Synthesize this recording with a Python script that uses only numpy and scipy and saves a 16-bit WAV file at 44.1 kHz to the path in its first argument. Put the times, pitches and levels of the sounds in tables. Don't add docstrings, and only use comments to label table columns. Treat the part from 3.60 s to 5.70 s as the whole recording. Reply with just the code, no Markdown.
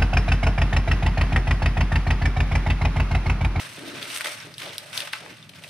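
import sys
import numpy as np
from scipy import signal
from scipy.fft import rfft, irfft, next_fast_len
from scipy.io import wavfile
from scipy.ndimage import map_coordinates

SR = 44100
rng = np.random.default_rng(int(sys.argv[2]) if len(sys.argv) > 2 else 0)


def transcribe(signal):
    frames = np.atleast_2d(signal).T
    limited = np.clip(frames, -1, 1)
    pcm = np.round(limited * 32767).astype(np.int16)
    wavfile.write(sys.argv[1], SR, pcm)


N = 92433

# t/s, rustle level/dB, crispness (fine treble against the rustle level)/dB
PUSHES = [(0, -36.5, -4), (.05, -41.5, -6.5), (.14, -43, -5), (.225, -45.5, -8), (.275, -41, -7),
          (.32, -43, -10), (.37, -40.5, -12), (.45, -40.5, -7), (.49, -38, -6), (.555, -34.5, -1),
          (.598, -42, -5), (.62, -35.5, -7), (.638, -40.5, -7), (.655, -36, -4), (.685, -36, -3),
          (.705, -38.5, -4), (.74, -37, -6), (.78, -44.5, -5.5), (.83, -42, -10.5), (.89, -48, -10),
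          (.97, -52.5, -5), (1, -41, -5), (1.025, -39.5, -8), (1.05, -41.5, -6.5), (1.11, -42.5, -11.5),
          (1.135, -42, -6.5), (1.22, -47.5, -6.5), (1.315, -47.5, -6), (1.335, -36.5, -5.5),
          (1.385, -36, -1.5), (1.425, -36.5, -7), (1.46, -40.5, -5.5), (1.505, -47.5, -8.5),
          (1.555, -39.5, -10), (1.62, -44.5, -9.5), (1.675, -48, -9.5), (1.705, -46, -11), (1.75, -50, -10),
          (1.83, -51.5, -10.5), (1.915, -59, -6), (1.955, -48.5, -11), (2.005, -51.5, -7), (2.1, -48.5, -3)]
# f/Hz, relative level/dB
BODY_COLOUR = [(100, -32), (250, -15.5), (450, -11.5), (600, -7.5), (800, -10), (1050, -4.5), (1700, -2),
               (2600, -1), (3200, -4.5), (3800, -5.5), (5500, -11), (7000, -17), (15000, -42.5)]
# f/Hz, relative level/dB
CRISP_COLOUR = [(1500, -26), (4000, -8.5), (5700, -1), (7000, -5), (8600, 2), (10200, -5.5), (13000, -12),
                (15200, -16), (16000, -30)]
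# t/s, level/dB, f/Hz, ring Q,
# bright crack against the break/dB, splinter weight/dB
BREAKS = [(.1922, -30, 2440, 1.5, -1, -2), (.4278, -17.5, 3050, 2, -10, -3),
          (.4551, -25.5, 2390, 2, -8, -3), (.5028, -21, 2800, 2, -11, -9), (.5298, -23, 3200, 2.5, -9, -7),
          (.5627, -14, 2700, 1.1, -6, -12), (.5741, -18.5, 2900, 1.6, 4, -1.5),
          (.5841, -26, 3700, 2, 6, -3), (.6089, -14.5, 1720, 3.2, -3, -8), (.6156, -21, 3000, 1.8, 0, -4),
          (.647, -19, 2600, 1, 0, -5), (.6593, -19, 2000, 3, -11, -4), (.6705, -22.5, 2400, 2, -3, -3),
          (.9408, -34, 4400, 4, -11, 4), (.982, -24, 3600, 4, -3, -1), (1.0183, -24, 2390, 1.5, -12, -3),
          (1.0603, -25, 2900, 2.5, -10, 0), (1.093, -28, 3400, 4, -12, -5),
          (1.182, -10.5, 4200, 2.2, -3, -10), (1.3307, -26, 2820, 2, -9, -2.5),
          (1.3768, -7.5, 3800, 2, -9, -7), (1.4045, -14, 3400, 2.3, -6.5, -4),
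          (1.421, -21, 3100, 2, -8.5, -7), (1.5304, -26.5, 3130, 2, -4, 7),
          (1.5344, -9, 1950, 1.1, -16, -11), (1.6622, -30, 1323, 1.2, -20, -1),
          (1.7295, -37, 2500, 3, -15, -2), (1.783, -42, 3550, 10, -18, 2), (1.827, -35.5, 3650, 8, -18, 1),
          (1.837, -41, 3000, 3, -15, -3), (1.8951, -32.5, 3000, 1.2, -5, 1), (1.9363, -36, 2390, 2, -17, 0),
          (2.0235, -39, 3500, 3, -14, -3), (2.0379, -28.5, 2900, 2, -8, 0), (2.044, -34, 2500, 7, -9, -3),
          (2.0788, -33.5, 3300, 2, -5.5, -3.5), (2.0895, -33, 3300, 4, -12, -4),
          (2.0934, -32, 1800, 2, -11, -6)]
# loudest moment t/s, rise/s, fade to -20 dB/s, level/dB, f/Hz
BLADE_CRUNCHES = [(.281, .03, .04, -42, 2900), (.362, .018, .025, -40, 2400), (.547, .004, .015, -34, 3300),
                  (.645, .003, .018, -28, 1800), (.660, .002, .009, -29, 1900),
                  (.672, .005, .014, -28.5, 2200), (.683, .002, .014, -30, 1700),
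                  (1.003, .008, .006, -34, 2400), (1.022, .004, .008, -32, 2500),
                  (1.032, .003, .014, -35, 2600), (1.135, .012, .02, -39, 2600),
                  (1.4745, .0025, .012, -30, 1700), (1.705, .003, .02, -42, 1900),
                  (1.894, .004, .008, -41, 2900), (1.962, .015, .02, -47, 2900),
                  (2.04, .003, .015, -43, 2800), (.495, .02, .025, -39, 3000)]
# start t/s, rise/s, hold/s, fade to -20 dB/s, level/dB, f/Hz, Q
WALL_SCUFFS = [(.02, .03, .04, .13, -54, 450, 1), (.171, .003, .012, .06, -43, 320, 1.1),
               (.195, .035, .04, .22, -42.5, 320, 1.1), (.315, .012, .04, .42, -47, 330, 1),
               (.638, .0115, .035, .12, -46, 560, 1.5), (.84, .0133, .0286, .12, -52, 400, 1),
               (.995, .05, .03, .15, -45, 520, 1.2), (1.207, .0112, .04, .43, -55, 600, 2.5),
               (1.373, .023, .06, .0066, -52, 618, 1.5), (1.59, .035, .035, .1, -49, 470, .8),
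               (1.68, .02, .035, .03, -53.5, 350, 1.2), (1.885, .01, .02, .1, -61, 520, 1.5),
               (1.99, .03, .04, .12, -58, 600, 3)]
# t/s, level/dB
STALK_KNOCKS = [(1.4730, -37), (1.5347, -26), (1.5540, -34.5)]
# f/Hz, level/dB, t60/s
STALK_MODES = [(862.7, -6, 0.0323), (1064, -2, 0.0216), (1325, -1, 0.025), (1503, 0, 0.028),
               (2090, 0, 0.018), (2364, -5.5, 0.022), (2626, 2.5, 0.027), (2842, -2.5, 0.017),
               (4520, -8.5, 0.0173)]
# f/Hz, width/Hz, level/dB
BAG_HOLLOW = [(285, 25, -2), (339.8, 11.8, -7), (424.1, 22, -3.5), (581.6, 31.5, -5), (655, 45, -3),
              (855.2, 32.2, -3), (1339.5, 47.6, -7), (1506.6, 41.2, -11), (1855, 21.3, -12),
              (2770, 34, -14), (3634, 63, -6.5), (3993, 25.7, -11.5)]
# f/Hz, relative level/dB
RUMBLE_COLOUR = [(20, -36), (50, -24), (75, -13), (110, 1), (155, 0.5), (210, -7), (400, -19), (700, -27),
                 (1200, -21.5), (4000, -32.5), (15000, -52)]
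# t/s, level/dB
RUMBLE_SWELL = [(0, -55), (.17, -49.5), (.42, -50), (.51, -57), (.72, -60), (.79, -50), (1.1, -51.5),
                (1.27, -55.5), (1.36, -48), (1.44, -55), (1.55, -58), (1.63, -51.5), (1.98, -49.5),
                (2.1, -54)]

GRAINS_PER_S, GRAIN_SPREAD_DB = 7000, 2.2
FINE_PER_S, FINE_SPREAD_DB = 9000, 2.6
BODY_DB, CRISP_DB = -1.5, 1
CLUMP_DB, CLUMP_PER_S = 1.5945, 110
FLICKER_DB, FLICKER_PER_S = 1.19, 150
CRACKLES_PER_S, CRACKLE_DB, CRACKLE_SPREAD_DB = 1500, -4.3, 2
CRACKLE_HZ, CRACKLE_OCTAVES, CRACKLE_CYCLES = 2700, .55, 5
BODY_WIDTH, CRISP_WIDTH, SNAP_WIDTH = 0.542, 0.775, 0.263
SPLINTER_S, SPLINTER_FADE_S = .011, 0.00485
CRACK_HZ, CRACK_Q = 8900, 2.2
SNAP_LOW_CUT = .45
SNAP_TOP_HZ = 10000
CRUNCH_Q = 1.1
KNOCK_ATTACK_S, KNOCK_SCATTER_DB = 0.00049, 1.72
YARD_T60, YARD_DB, YARD_DELAY_S = 0.152, -10, .002
MIC_DIP_HZ, MIC_DIP_Q, MIC_DIP_DEPTH = 7250, 5, .4
TOP_HZ = 15500


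def amp(db):
    return 10 ** (np.asarray(db) / 20)


def unit(x):
    return x / np.sqrt(np.mean(x ** 2) + 1e-20)


def curves(rows):
    s, *cols = np.transpose(rows)
    return [np.interp(np.arange(N) / SR, s, c) for c in cols]


def wobble(rate):
    return map_coordinates(rng.standard_normal(2048), [np.arange(N) * rate / SR], mode="wrap")


def filtered(x, response):
    n = x.shape[-1]
    m = next_fast_len(n + 4096)
    return irfft(rfft(x, m) * response(np.fft.rfftfreq(m, 1 / SR)), m)[..., :n]


def resonance(hz, q):
    return lambda f: 1j * f * hz / q / (hz * hz - f * f + 1j * f * hz / q)


def coloured(x, points, size=2048):
    hz, db = np.transpose(points)
    f = np.fft.rfftfreq(size, 1 / SR)
    level_db = np.interp(np.log(f + 1), np.log(hz), db)
    cepstrum = irfft(np.log(amp(level_db)))
    cepstrum[1:size // 2] *= 2
    cepstrum[size // 2 + 1:] = 0
    impulse = irfft(np.exp(rfft(cepstrum)))
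    return signal.fftconvolve(x, impulse[None], axes=1)[:, :N]


def stereo(pair, width):
    mid, side = pair
    return np.array([mid + width * side, mid - width * side])


def ticks(per_s, spread_db, width, size=N):
    strength = amp(spread_db * np.minimum(rng.exponential(size=size), 5)) * rng.choice([-1, 1], size)
    hits = strength * (rng.random(size) < per_s / SR)
    return unit(stereo([hits, hits * rng.standard_normal(size)], width))


def rustle():
    level_db, crisp_db = curves(PUSHES)
    level_db = level_db + CLUMP_DB * wobble(CLUMP_PER_S)
    grains = unit(coloured(ticks(GRAINS_PER_S, GRAIN_SPREAD_DB, BODY_WIDTH), BODY_COLOUR))
    body = amp(BODY_DB) * grains + amp(CRACKLE_DB) * crackles()
    fine = unit(coloured(ticks(FINE_PER_S, FINE_SPREAD_DB, CRISP_WIDTH), CRISP_COLOUR))
    fine_db = CRISP_DB + crisp_db + FLICKER_DB * wobble(FLICKER_PER_S)
    return amp(level_db) * (body + amp(fine_db) * fine)


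def crackles(size=256, count=6000):
    when, strength = rng.random(count), rng.exponential(size=count)
    pitch, place = rng.standard_normal(count), rng.standard_normal(count)
    start = (when * count / CRACKLES_PER_S * SR).astype(int)
    heard = start < N
    hz = np.minimum(CRACKLE_HZ * 2 ** (CRACKLE_OCTAVES * pitch[heard, None]), TOP_HZ)
    cycles = hz * np.arange(size) / SR
    envelope = np.exp(-cycles / CRACKLE_CYCLES) * (1 - np.exp(-cycles))
    ring = np.sin(2 * np.pi * cycles) * envelope * np.sqrt(hz)
    ring *= amp(CRACKLE_SPREAD_DB * strength[heard, None])
    at = (start[heard, None] + np.arange(size)).ravel()
    pair = [np.bincount(at, r.ravel(), N)[:N] for r in (ring, ring * place[heard, None])]
    return unit(stereo(pair, BODY_WIDTH))


def snaps(size=2048, count=24):
    out = np.zeros((2, N + 2 * size))
    for s, db, hz, leaf_q, crack_db, splinter_db in BREAKS:
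        after = SPLINTER_S * rng.random(count) ** 1.3
        fading = np.exp(-after / SPLINTER_FADE_S)
        sizes = .5 * amp(splinter_db) * fading * rng.choice([-1, 1], count)
        at = np.minimum(after * SR, size - 1).astype(int)
        mid = np.bincount(at, sizes, size)
        mid[0] = 1
        side = np.bincount(at, 2 * sizes * rng.standard_normal(count), size)
        side[2] += 1
        force = stereo([mid, side], SNAP_WIDTH)
        for ring_hz, q, gain_db in [(hz, leaf_q, db), (CRACK_HZ, CRACK_Q, db + crack_db)]:
            def ring(f):
                low_cut = f ** 2 / (f ** 2 + (SNAP_LOW_CUT * ring_hz) ** 2)
                high_cut = 1 / (1 + (f / SNAP_TOP_HZ) ** 4)
                return resonance(ring_hz, q)(f) * resonance(ring_hz, .45)(f) * low_cut * high_cut
            peak = np.abs(filtered(signal.unit_impulse(size), ring)).max()
            out[:, round(s * SR):][:, :size] += amp(gain_db) * filtered(force, ring) / peak
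    return out[:, :N]


def crunches(size=4096):
    t, out = np.arange(size) / SR, np.zeros((2, N + size))
    for s, rise, fade, db, hz in BLADE_CRUNCHES:
        shape = np.minimum(t / rise, 1) * amp(-20 * np.maximum(t - rise, 0) / fade)
        blade = lambda f: resonance(hz, CRUNCH_Q)(f) * resonance(hz, .3)(f)
        fractures = unit(filtered(ticks(per_s=9000, spread_db=1, width=.45, size=size), blade))
        out[:, round((s - rise) * SR):][:, :size] += amp(db) * shape * fractures
    return out[:, :N]


def knocks():
    t, out = np.arange(N) / SR, np.zeros(N)
    for s, db in STALK_KNOCKS:
        age = np.maximum(t - s, 0)
        attack = 1 - np.exp(-age / KNOCK_ATTACK_S)
        for hz, mode_db, t60 in STALK_MODES:
            swing = np.sin(2 * np.pi * (hz * age + rng.random()))
            level_db = db + mode_db + rng.normal(0, KNOCK_SCATTER_DB) - 60 * age / t60
            out += amp(level_db) * attack * swing
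    return out


def bag():
    t, out = np.arange(N) / SR, np.zeros((2, N))
    for s, rise, hold, fade, db, hz, q in WALL_SCUFFS:
        fading = amp(-20 * np.maximum(t - s - rise - hold, 0) / fade)
        shape = np.clip((t - s) / rise, 0, 1) * fading
        wall = lambda f: resonance(hz, q)(f) * resonance(hz, .7)(f)
        jerks = ticks(per_s=2000, spread_db=1.2, width=0.287)
        out += amp(db) * shape * unit(filtered(jerks, wall))
    return out


def hollow(x):
    return filtered(x, lambda f: 1 + sum(amp(db) * resonance(hz, hz / width)(f) for hz, width, db in BAG_HOLLOW))


def yard(x, size=8192):
    t = np.arange(size) / SR
    noise = stereo(rng.standard_normal((2, size)), width=1.0)
    tail = noise * amp(-60 * t / YARD_T60) * (t > YARD_DELAY_S)
    return signal.fftconvolve(x, tail / np.linalg.norm(tail[0]), axes=1)[:, :N]


def rumble():
    level_db, = curves(RUMBLE_SWELL)
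    noise = stereo(rng.standard_normal((2, N)), width=0.251)
    return amp(level_db) * unit(coloured(noise, RUMBLE_COLOUR))


def scene():
    in_bag = rustle() + crunches() + snaps() + bag()
    near = hollow(in_bag) + knocks()
    return near + amp(YARD_DB) * yard(near) + rumble()


def record(dry):
    heard = filtered(dry, lambda f: 1 - MIC_DIP_DEPTH * resonance(MIC_DIP_HZ, MIC_DIP_Q)(f))
    return filtered(heard, lambda f: 1 / (1 + (f / TOP_HZ) ** 120))


dry = scene()
out = record(dry)
transcribe(out)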